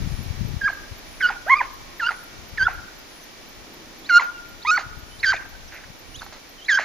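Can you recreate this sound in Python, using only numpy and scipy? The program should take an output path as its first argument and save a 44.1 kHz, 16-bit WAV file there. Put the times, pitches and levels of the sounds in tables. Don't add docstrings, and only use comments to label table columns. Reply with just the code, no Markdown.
import sys
import numpy as np
from scipy import signal
from scipy.fft import rfft, irfft
from scipy.io import wavfile
from scipy.ndimage import uniform_filter1d

SR = 44100
rng = np.random.default_rng(int(sys.argv[2]) if len(sys.argv) > 2 else 0)


def master_out(mix):
    frames = np.transpose(np.atleast_2d(mix))
    ceiling = np.clip(frames, -1, 1)
    pcm = np.round(ceiling * 32767).astype(np.int16)
    wavfile.write(sys.argv[1], SR, pcm)


def linear_from_db(decibels):
    return 10 ** (np.asarray(decibels, float) / 20)


N = 301644
TIME = np.arange(N) / SR

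# (frequency [Hz], density [dB per Hz])
AIR_SPECTRUM = [(12, -31), (20, 5.5), (123, -9.5), (334, -5.5), (461, -8), (654, -6), (950, -8.5),
                (1530, -10), (1640, -10.5), (1860, -6.5), (2110, -11), (6000, -12), (7700, -22.5),
                (10000, -53), (16900, -120)]
# (frequency [Hz], density [dB per Hz])
HISS_SPECTRUM = [(7500, -41), (8100, -28), (8400, 12.5), (8700, -5), (9100, -4), (9600, -4), (10300, 3.5),
                 (11000, -1.5), (11600, -12), (12100, -5), (15300, 1)]
# (time [s], gain [dB])
CAMERA_GAIN = [(0, 5.5), (.66, 3.5), (3.6, 1.77), (6.84, 0.8)]
# (start [s], length [s], level [dB])
DRONE_PASS = (3.584, 0.63, -54.5)
WHIR_STARTS = [0.059, 1.06, 2.06, 3.059, 5.06, 6.06]
# (from [Hz], to [Hz])
EMPTY_BANDS = [(7730, 8050), (8680, 8970), (11690, 11780), (15170, 22050)]

# (frequency [Hz], density [dB per Hz])
GUST_SPECTRUM = [(25, -14), (50, -1), (85, 0), (150, -7), (250, -19), (450, -30), (600, -60)]
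# (start [s], length [s], level [dB], left minus right [dB])
GUST_EVENTS = [(-.1, 0.38, -31, 39), (0.255, 0.11, -33, 36), (0.356, 0.24, -26, 27),
               (0.623, 0.034, -28.5, 30), (0.906, 0.035, -34, 29), (1.602, 0.23, -55, 29),
               (2.295, 0.2, -45.5, 9), (2.472, 0.38, -40.5, 17), (3.562, 0.089, -46, 20),
               (4.367, 0.43, -51.5, 19), (4.8, 0.38, -43, 24), (5.163, 0.33, -44.5, 16),
               (5.426, 0.32, -46, 5), (5.837, 0.1, -53, 24), (5.997, 0.38, -45, -22),
               (6.656, 0.32, -71, -4)]
# (time [s], level [dB])
BREEZE = [(0, -27.5), (.7, -49), (2.9, -60.5), (3.4, -85), (6.3, -65), (6.55, -83), (6.84, -86)]
# (time [s], peak [dB], frequency [Hz])
EDDIES = [(0.019, -17, 68), (0.04, -18.5, 151), (0.063, -18.5, 176), (0.075, -12.5, 126), (0.124, -16, 93),
          (0.142, -16, 28), (0.192, -14, 108), (0.206, -21, 90), (0.282, -17, 92), (0.29, -43, 138),
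          (0.309, -9.5, 71), (0.386, -24, 113), (0.411, -13, 119), (0.417, -27, 126), (0.465, -24, 149),
          (0.508, -20, 81), (0.543, -11.5, 118), (0.569, -14, 80), (0.923, -21, 30), (2.533, -24.5, 45),
          (2.541, -28, 256), (2.609, -30, 69), (2.63, -22.5, 92), (2.641, -20, 57), (2.672, -25, 50),
          (2.713, -34, 59), (2.727, -36, 85), (2.737, -37, 131), (2.781, -27, 64), (2.797, -33, 70),
          (4.867, -22.5, 83), (5.037, -29, 62), (5.32, -29, 71), (5.602, -34, 106), (5.904, -28, 111)]

# (frequency [Hz], width [Hz], level [dB])
THROAT_MODES = [(850, 150, -3.5), (1620, 390, 13), (2000, 2030, 1)]
# (frequency [Hz], width [Hz], level [dB])
MUZZLE_MODES = [(4190, 930, 1.5), (6760, 850, -2)]
# (time [s], frequency [Hz], peak
# [dB], length [s])
SHORT_TONES = [(0.679, 1440, -9.5, 0.0047), (0.755, 1600, -36, .02), (0.83, 1610, -45, 0.019),
               (0.874, 1620, -50, 0.036), (1.209, 2052, -19.5, 0.0048), (1.214, 2070, -20, 0.0076),
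               (2.66, 1450, -20, 0.021), (2.671, 1418, -7.5, 0.012), (2.672, 2780, -35, .008),
               (2.083, 4760, -32, .012), (2.093, 4800, -34, .01), (4.211, 990, -20, 0.0099),
               (2.733, 1430, -32.5, 0.018), (4.19, 4220, -27, .014), (4.666, 2150, -23.5, .014),
               (4.773, 4450, -27.5, 0.014), (6.22, 850, -43, .008), (6.27, 820, -45, 0.016),
               (0.683, 2200, -22.5, 0.0058), (0.69, 1600, -18.5, 0.016), (0.702, 1620, -21, 0.014),
               (0.733, 1620, -27.5, 0.021), (1.612, 998, -15, 0.024), (1.488, 1710, -24, 0.0047),
               (2.108, 1183, -17, 0.0024), (2.119, 1900, -22, 0.0029), (2.130, 1700, -34, 0.0032),
               (2.684, 1490, -22, 0.011), (5.334, 2050, -22, .006), (5.345, 2300, -27, .012),
               (5.355, 2400, -29, .01), (5.368, 2450, -33, .012), (5.379, 2400, -34, .01),
               (5.378, 1750, -33, .01), (6.226, 1500, -32, .005), (6.231, 900, -32, .004),
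               (5.365, 3600, -34, .008), (6.198, 3620, -33, .006), (6.203, 6100, -42, .006),
               (6.212, 1300, -34, .003), (6.220, 1450, -25, .004), (6.23, 1400, -48, 0.0051),
               (6.265, 1170, -32, 0.0024), (6.784, 1600, -16, 0.0082), (6.789, 1723, -13, .006)]
RASP_STARTS = [.685, 1.296, 1.615, 2.1, 2.678, 4.195, 4.782, 5.327, 5.4, 5.705, 6.208, 6.259, 6.315, 6.785,
               5.74, 5.835]
# (length [s], level [dB], mouth [Hz], brightness [dB])
RASP_BREATHS = [(0.066, -38.5, 750, -12), (0.067, -33.5, 800, -24), (0.049, -32, 470, -22),
                (0.055, -35.5, 664, -13), (0.08, -34.5, 510, -21), (0.075, -29, 900, -12.5),
                (0.048, -29.5, 810, -10), (0.06, -28.5, 1650, -13), (0.049, -40, 1620, -20),
                (0.14, -40.5, 1550, -15.5), (0.054, -44, 370, -3.5), (0.036, -48, 600, -7),
                (0.077, -43, 470, -5.5), (0.093, -27, 1480, -14), (0.048, -41.5, 2000, -16),
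                (0.015, -43, 1500, -21)]
# (start [s], length [s], from [Hz], to [Hz], level [dB])
NOSE_WHISTLES = [(3.219, .026, 6340, 5800, -61), (4.04, 0.034, 3310, 4720, -53.5),
                 (4.328, 0.062, 2850, 2710, -62.5), (4.617, 0.02, 3580, 4700, -52.5),
                 (5.1, 0.065, 2980, 3140, -61), (5.192, 0.021, 3630, 5030, -50),
                 (6.141, 0.025, 2820, 3590, -50.5), (6.157, 0.024, 3800, 4100, -59),
                 (6.185, 0.0096, 3720, 3664, -54), (6.579, 0.03, 3120, 2920, -58),
                 (6.613, 0.022, 3100, 3170, -55), (6.645, 0.0085, 3140, 3450, -51.5),
                 (6.659, 0.011, 3880, 4150, -51.5), (5.673, 0.022, 6220, 5280, -60)]

# (time [s], pitch [Hz], effort [dB])
CRY_CURVES = [
    [(.61, 1659, -45), (.618, 1634, -23.5), (.629, 1584, -33), (.645, 1583, -21), (.667, 1675, -17),
     (.676, 1600, -20), (.685, 1137, -28.5), (.695, 850, -46), (.708, 650, -40)],
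    [(1.202, 2181, -33), (1.217, 1730, -27.5), (1.232, 1500, -19), (1.261, 1433, -13.5),
     (1.269, 1507, -20.5), (1.278, 1420, -30.5), (1.297, 1425, -38), (1.304, 850, -27), (1.315, 720, -32.5)],
    [(1.464, 561, -34.5), (1.495, 910, -33), (1.501, 1004, -19), (1.52, 1102, -14.5), (1.541, 1063, -12),
     (1.547, 1068, -28.5), (1.57, 1235, -26), (1.6, 1170, -37.5), (1.618, 813, -25.5)],
    [(1.994, 2058, -44), (2.002, 1707, -25), (2.014, 1485, -30), (2.036, 1350, -21), (2.054, 1403, -30.5),
     (2.072, 1464, -22), (2.079, 1559, -34), (2.1, 1345, -35.5), (2.118, 750, -33.5)],
    [(2.573, 2250, -48), (2.582, 1850, -23.5), (2.593, 1600, -27.5), (2.612, 1529, -18), (2.629, 1531, -16),
     (2.645, 1649, -31), (2.666, 1781, -38), (2.686, 793, -25), (2.696, 659, -80)],
    [(4.091, 1780, -31), (4.099, 1530, -18), (4.11, 1420, -15.5), (4.124, 1397, -17.5), (4.171, 1412, -6.5),
     (4.182, 1435, -9.5), (4.19, 1320, -25), (4.2, 960, -20), (4.205, 940, -40)],
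    [(4.65, 918, -25), (4.668, 1086, -35), (4.677, 1243, -23), (4.701, 1259, -15), (4.709, 1294, -18),
     (4.713, 1421, -16), (4.763, 1487, -20.5), (4.777, 1092, -25.5), (4.788, 660, -32.5)],
    [(5.229, 2336, -34), (5.238, 1971, -19.5), (5.257, 1628, -22.5), (5.279, 1528, -18.5),
     (5.295, 1562, -16), (5.309, 1601, -18), (5.323, 1503, -25.5), (5.333, 964, -27), (5.346, 589.3, -28.5)],
    [(6.682, 2352, -34), (6.694, 1960, -16.5), (6.705, 1771, -19), (6.728, 1604, -17.5),
     (6.76, 1574, -18.5), (6.77, 1695, -30), (6.781, 1467, -29), (6.79, 984, -24.5), (6.799, 635, -28.5)],]
# (from [s], 2nd partial [dB], 3rd partial [dB], harshness held [dB], harshness at the catch [dB])
FOLD_SETTINGS = [(0, -9, -22, -29.5, -12), (.655, -26, -29.5, -30, -22.5), (.683, -7.5, -26, -24.5, -24),
                 (1.1, -0.5, -27, -25, -13), (1.272, -6.5, -22.5, -12, -14), (1.4, 10, -34, -13.5, -13),
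                 (1.5, 1.5, -30.5, -31, -24), (1.548, 5, -27.5, -23.5, -26), (1.9, -2.5, -20.5, -22, -9),
                 (2.4, -9.5, -17.5, -23.5, -4.5), (4, -5.5, -14.5, -38, -13), (4.188, -1, -14, -26, -18),
                 (4.5, 10, -16, -33, -24), (4.709, -18, -16.5, -25.5, -22), (4.771, 10, -6, -22.5, -22),
                 (5.1, -2, -16, -19.5, -10), (6.5, -1, -19.5, -21, -32)]
# (from [s], partials above the 3rd [dB], haze [dB])
TOP_BREATH = [(0, -10, -18), (1.1, -12, -2), (1.4, -2, -20), (1.9, -9, -2), (2.4, -12, -18), (4, -8, -13),
              (4.5, 0, -13), (5.1, -10, -1), (6.5, 1, -1)]
# (frequency [Hz], lift [dB])
MOUTH_LIFT = [(1200, -7), (1700, -4.5), (2100, 1.5), (2500, -15), (2900, -13), (4400, -22.5)]
# (frequency [Hz], lift [dB])
MUZZLE_LIFT = [(2500, 8), (4200, -4), (5000, -2.5), (5700, -9), (6400, -6), (7600, -16.5)]
# (time [s], level [dB], length [s])
THROAT_GULPS = [(1.293, -19, .012), (2.073, -24, 0.0074), (2.086, -19.5, 0.0045), (2.092, -14, 0.006),
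                (2.097, -24, 0.0081), (5.245, -22, 0.0044), (5.322, -14.5, 0.0041), (6.695, -24.5, 0.0026),
                (6.7, -20, .005), (6.775, -15, 0.0053), (6.779, -16.5, 0.006)]
# (start [s], length [s], rate [beats per s], depth [0-1])
FOLD_FLUTTERS = [(1.205, 0.018, 290, 0.97), (1.981, 0.021, 61, 0.9), (2.654, 0.025, 150, 0.1),
                 (4.06, 0.032, 490, 0.3), (4.708, 0.03, 98, 0), (5.212, 0.042, 330, 1),
                 (6.675, 0.044, 264, 0.45), (1.52, 0.011, 60, 0.26)]
# (start [s], length [s], multiple of the
# pitch, level [dB])
EXTRA_LINES = [(1.265, 0.03, 3.3, -42), (2.05, 0.033, 3.3, -46), (4.115, 0.073, .7, -53),
               (2.575, .012, 2, -44), (2.038, .04, 2, -32.5), (2.088, 0.014, 2, -39),
               (5.259, .05, 3, -34), (5.23, .012, 1.9, -39), (6.684, .02, 2, -39), (6.71, 0.11, 4, -51),
               (6.71, 0.11, 2, -51), (4.738, 0.024, 1.55, -35), (2.04, 0.041, 3.9, -52),
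               (2.02, 0.061, .67, -42.5), (2.606, 0.04, .62, -47), (4.108, 0.047, 1.5, -40),
               (4.09, 0.011, 1.4, -33.5), (4.098, 0.015, 4, -49.5), (4.09, .01, 2.6, -39.5),
               (4, 0.026, 1.5, -22), (2.64, 0.038, 2, -44.5), (2.593, .018, 4, -52.5),
               (1.518, .028, 4, -52), (1.584, 0.09, 2, -30), (4.6, 0.11, 3.5, -41),
               (6.73, 0.065, 3.4, -43.5), (6.684, 0.0088, .8, -30), (5.231, 0.01, .74, -32),
               (1.205, 0.014, .8, -32), (1.553, 0.039, 1.72, -42), (1.56, 0.043, 4, -50.5),
               (1.212, 0.037, 3.1, -46)]


def rms_one(x):
    return x / np.sqrt(np.mean(x ** 2) + 1e-20)


def in_time(rows):
    s, *columns = np.transpose(rows)
    return [np.interp(TIME, s, c) for c in columns]


def held(rows):
    s, *columns = np.transpose(rows)
    row = np.maximum(np.searchsorted(s, TIME) - 1, 0)
    return [uniform_filter1d(c[row], size=100) for c in columns]


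def swell(start, length, rise):
    out = np.zeros(N)
    span = slice(max(int(start * SR), 0), int((start + length) * SR))
    corners = [start, start + rise * length, start + length]
    out[span] = np.interp(TIME[span], corners, [0, 1, 0]) ** 0.36
    return out


def noise():
    return rng.standard_normal(N)


def coloured(spectrum, count):
    hz = np.arange(1, N // 2 + 2) * SR / N
    at, level_db = np.transpose(spectrum)
    gain = linear_from_db(np.interp(np.log(hz), np.log(at), level_db, left=-120, right=-120))
    return rms_one(irfft(rfft(rng.standard_normal((count, N))) * gain, N))


def drift(rate):
    return rms_one(signal.sosfilt(signal.butter(2, rate, fs=SR, output="sos"), noise()))


def resonate(x, modes):
    out = 0
    for k, (hz, width, level_db) in enumerate(modes):
        r = np.exp(-np.pi * width / SR)
        poles = [2, -4 * r * np.cos(2 * np.pi * hz / SR), 2 * r * r]
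        out = out + (-1) ** k * linear_from_db(level_db) * signal.lfilter([1 - r * r, 0, r * r - 1], poles, x)
    return out


def still_air():
    gain_db, = in_time(CAMERA_GAIN)
    air_db = -46 + gain_db
    mid, side = coloured(AIR_SPECTRUM, count=2)
    air = linear_from_db(air_db) * (mid + linear_from_db(-0.5) * side * [[1], [-1]]) / np.sqrt(2)
    twigs = linear_from_db(air_db - 15.5) * rms_one(resonate(noise(), [(2290, 71, 0)]))
    start, length, drone_db = DRONE_PASS
    droning = linear_from_db(-56.5 + gain_db) + linear_from_db(drone_db) * swell(start, length, rise=0.41)
    hum = droning * rms_one(resonate(noise(), [(264, 186, 0)]))
    return air + twigs + hum


def camera():
    tick_hz, tick_db, tick_s = 11970, -51.5, 0.015
    first_tick_s, tick_every_s = -.0214, .25039
    gain_db, = in_time(CAMERA_GAIN)
    follow_db = 1.13 * gain_db
    hiss = linear_from_db(-58.5 + follow_db) * coloured(HISS_SPECTRUM, count=2)
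    ticking = uniform_filter1d(((TIME - first_tick_s) % tick_every_s < tick_s) * 1., size=40)
    ticks = linear_from_db(tick_db + .5 * follow_db) * ticking * np.sin(2 * np.pi * tick_hz * TIME)
    running = linear_from_db(-57 - 0.45 * TIME) * sum(swell(s, 0.23, rise=0.43) for s in WHIR_STARTS)
    whir = running * rms_one(resonate(noise(), [(10370, 380, 0)]))
    return hiss + ticks + whir


def gusting():
    powers = np.array([linear_from_db(2 * level_db) * swell(s, length, rise=0.4) ** 2.86
                       for s, length, level_db, _ in GUST_EVENTS])
    total = linear_from_db(2 * in_time(BREEZE)[0]) + powers.sum(axis=0)
    pan_db = np.array(GUST_EVENTS)[:, -1] @ powers / total
    return 10 * np.log10(total), pan_db


def wind():
    level_db, pan_db = gusting()
    share = np.sqrt(1 / (1 + linear_from_db(-2 * np.array([pan_db, -pan_db]))))
    puffs = coloured(GUST_SPECTRUM, count=2) * linear_from_db(2.5 * np.array([drift(20), drift(20)]))
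    lopsided = np.exp(.2 * puffs) - 1
    puffs = signal.sosfilt(signal.butter(2, 28, "high", fs=SR, output="sos"), lopsided)
    rumble = coloured([(12, -20), (22, 0), (38, 0), (60, -25)], count=2)
    return share * (linear_from_db(level_db + 5.0) * puffs / 0.32 + linear_from_db(0.63 * level_db - 14.5) * rumble)


def thumps():
    out = np.zeros((2, N))
    for s, level_db, hz in EDDIES:
        span = slice(max(int((s - .04) * SR), 0), int((s + .04) * SR))
        u = (3.5 * np.clip(hz, 60, 150) * (TIME[span] - s)) ** 2
        out[0, span] += linear_from_db(level_db - 3.5) * (1 - 2 * u) * np.exp(-u)
    return out


def forest(x):
    near_t60_s, far_t60_s, far_db = .45, 1.2, -13
    build_up_s, snow_cut_hz = .06, 1700
    t = TIME[:SR]
    hits = rng.random((3, SR)) < 2500 / SR
    sparse = hits * rng.standard_normal((3, SR)) * (t > .015)
    fading = linear_from_db(-60 * t / near_t60_s) + linear_from_db(far_db) * linear_from_db(-60 * t / far_t60_s)
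    shaped = sparse * fading * np.minimum(t / build_up_s, 1)
    echoes = signal.lfilter(*signal.butter(5, snow_cut_hz, fs=SR), shaped)
    pair = echoes[0] + 2.0 * echoes[1:]
    tail = signal.fftconvolve(x[None], pair / np.sqrt(np.sum(pair ** 2) / 2), axes=1)[:, :N]
    return tail * linear_from_db(2.4 * drift(30))


def pops():
    out = np.zeros(N)
    for s, hz, level_db, length in SHORT_TONES:
        span = slice(int((s - length / 2) * SR), int((s + length / 2) * SR))
        t = TIME[span] - s
        out[span] += linear_from_db(level_db) * np.cos(np.pi * t / length) ** 2 * np.sin(2 * np.pi * hz * t)
    return out


def rasps():
    fade, stretch = 4.1, 1.34
    out, air = 0, noise()
    flap = np.cos(2 * np.pi * np.cumsum(260 * (1 + 0.27 * drift(59.6))) / SR)
    for s, (length, level_db, mouth_hz, bright_db) in zip(RASP_STARTS, RASP_BREATHS):
        puff = air * swell(s, stretch * length, rise=0.095) ** fade * linear_from_db(level_db + 11.5) + 1e-18
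        mouth = [(mouth_hz, 600, 1.5), (2700, 1100, -7), (620, 300, 1)]
        chopped = puff * (.75 + np.maximum(flap, 0) ** 2)
        body = resonate(resonate(chopped, mouth), [(1600, 1360, -.1)])
        bright = linear_from_db(bright_db) * resonate(resonate(puff, MUZZLE_MODES), MUZZLE_MODES)
        out = out + body + bright
    return out


def whistles():
    out = np.zeros(N)
    for s, length, from_hz, to_hz, level_db in NOSE_WHISTLES:
        span = slice(int(s * SR), int((s + length) * SR))
        glide = np.clip((TIME[span] - s) / length, 0, 1) ** 1.6
        pitch = from_hz + (to_hz - from_hz) * glide
        phase = 2 * np.pi * np.cumsum(pitch) / SR
        octave_gain = linear_from_db(3.0 + 2.9 * (level_db + 48.5)) * np.clip((3800 - pitch) / 200, 0, 1)
        tone = np.sin(phase) + octave_gain * np.sin(2 * phase)
        out[span] += linear_from_db(level_db + 13.5) * swell(s, length, rise=.85)[span] * tone
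    return out


def phrases(tables, fade_s):
    gate = sum((TIME >= rows[0][0]) & (TIME < rows[-1][0]) for rows in tables) > 0
    columns = in_time(sorted(row for rows in tables for row in rows))
    return columns, uniform_filter1d(gate * 1., size=int(fade_s * SR))


def voicing(tables, pitch, effort):
    catch_s, drop_s, drop_harsh_db = 0.019, 0.023, -11
    catch_dull_db, drop_dull_db = -16, -20
    second_db, third_db, steady_db, catch_db = held(FOLD_SETTINGS)
    lift_db = np.interp(2 * pitch, *np.transpose(MOUTH_LIFT))
    gulps = sum(linear_from_db(level_db) * np.sqrt(2) * swell(s - length / 2, length, rise=.5) ** 2
                for s, level_db, length in THROAT_GULPS)
    starts, ends = [rows[0][0] for rows in tables], [rows[-1][0] for rows in tables]
    catch = sum(np.interp(TIME, [s - .01, s, s + catch_s], [0, 1, 0]) for s in starts)
    drop = sum(np.interp(TIME, [s - drop_s, s, s + .01], [0, 1, 0]) for s in ends)
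    harsh_db = steady_db + catch * (catch_db - steady_db) + drop * (drop_harsh_db - steady_db)
    leaving_db = drop_dull_db * np.clip(3 * drop, 0, 1)
    lift_db += leaving_db * np.clip((2 * pitch - 2150) / 400, 0, 1)
    second = effort * linear_from_db(second_db + lift_db + catch_dull_db * catch)
    third = effort * linear_from_db(third_db + catch_dull_db * catch + leaving_db)
    return effort + gulps, second, third, linear_from_db(np.minimum(harsh_db, 0))


def cries():
    tables = CRY_CURVES
    softened = [[(s, hz, linear_from_db(level_db / 2)) for s, hz, level_db in rows] for rows in tables]
    (pitch, root), gate = phrases(softened, fade_s=0.003)
    first, second, third, harsh = voicing(tables, pitch, np.sqrt(2) * root ** 2)
    top_db, haze_db = held(TOP_BREATH)
    phase = 2 * np.pi * np.cumsum(pitch * (1 + (.003 + .12 * harsh) * drift(300))) / SR

    fray = linear_from_db(2.5 * drift(90))
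    heights = [first, second * np.sqrt(fray)]
    for k in range(3, 8):
        lift_db = np.interp(k * pitch, *np.transpose(MUZZLE_LIFT))
        if k > 3:
            lift_db = lift_db + top_db + 3.3 * drift(62)
        heights.append(third * fray * linear_from_db(lift_db))
    voice = 0
    for k, height in enumerate(heights, 1):
        voice = voice + height * np.sin(k * phase) * np.clip((7600 - k * pitch) / 300, 0, 1)

    air = noise() * (1 + np.cos(phase))
    low = linear_from_db(-1.5) * np.hypot(first, second) * rms_one(resonate(air, THROAT_MODES))
    haze = rms_one(resonate(resonate(air, MUZZLE_MODES), [(4360, 5000, 0)]))
    high = linear_from_db(haze_db - 4.5 + 2.0 * drift(60)) * third * haze
    teeth = linear_from_db(-27.5) * third * rms_one(resonate(air, [(9370, 2100, 0)]))
    between = sum(linear_from_db(level_db + 5) * swell(s, length, rise=0.2) * fray ** 1.3 * np.sin(multiple * phase)
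                  for s, length, multiple, level_db in EXTRA_LINES)
    flutter = sum(depth * swell(s, length, rise=0.049) * np.cos(2 * np.pi * per_s * (TIME - s))
                  for s, length, per_s, depth in FOLD_FLUTTERS)
    shaken = voice * (1 + flutter + 1.2 * harsh * drift(170))
    return gate * (shaken + harsh * low + high + teeth + between)


def scene():
    hound = cries() + whistles() + rasps() + pops()
    direct = np.array([linear_from_db(-0.75) * hound, linear_from_db(2.0) * np.roll(hound, 1)])
    return direct + linear_from_db(-26) * forest(hound) + wind() + thumps() + still_air() + camera()


def top_cut(x):
    return signal.sosfilt(signal.butter(12, 15430, fs=SR, output="sos"), x)


def record(dry):
    hz = np.arange(N // 2 + 1) * SR / N
    kept = 1 - sum((hz > low) & (hz < high) for low, high in EMPTY_BANDS)
    kept = kept * np.where((hz > 7700) & (hz < 9300), linear_from_db(-11.5), 1)
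    mix = irfft(rfft(dry) * kept, N)
    return top_cut(mix)


dry = scene()
out = record(dry)
master_out(out)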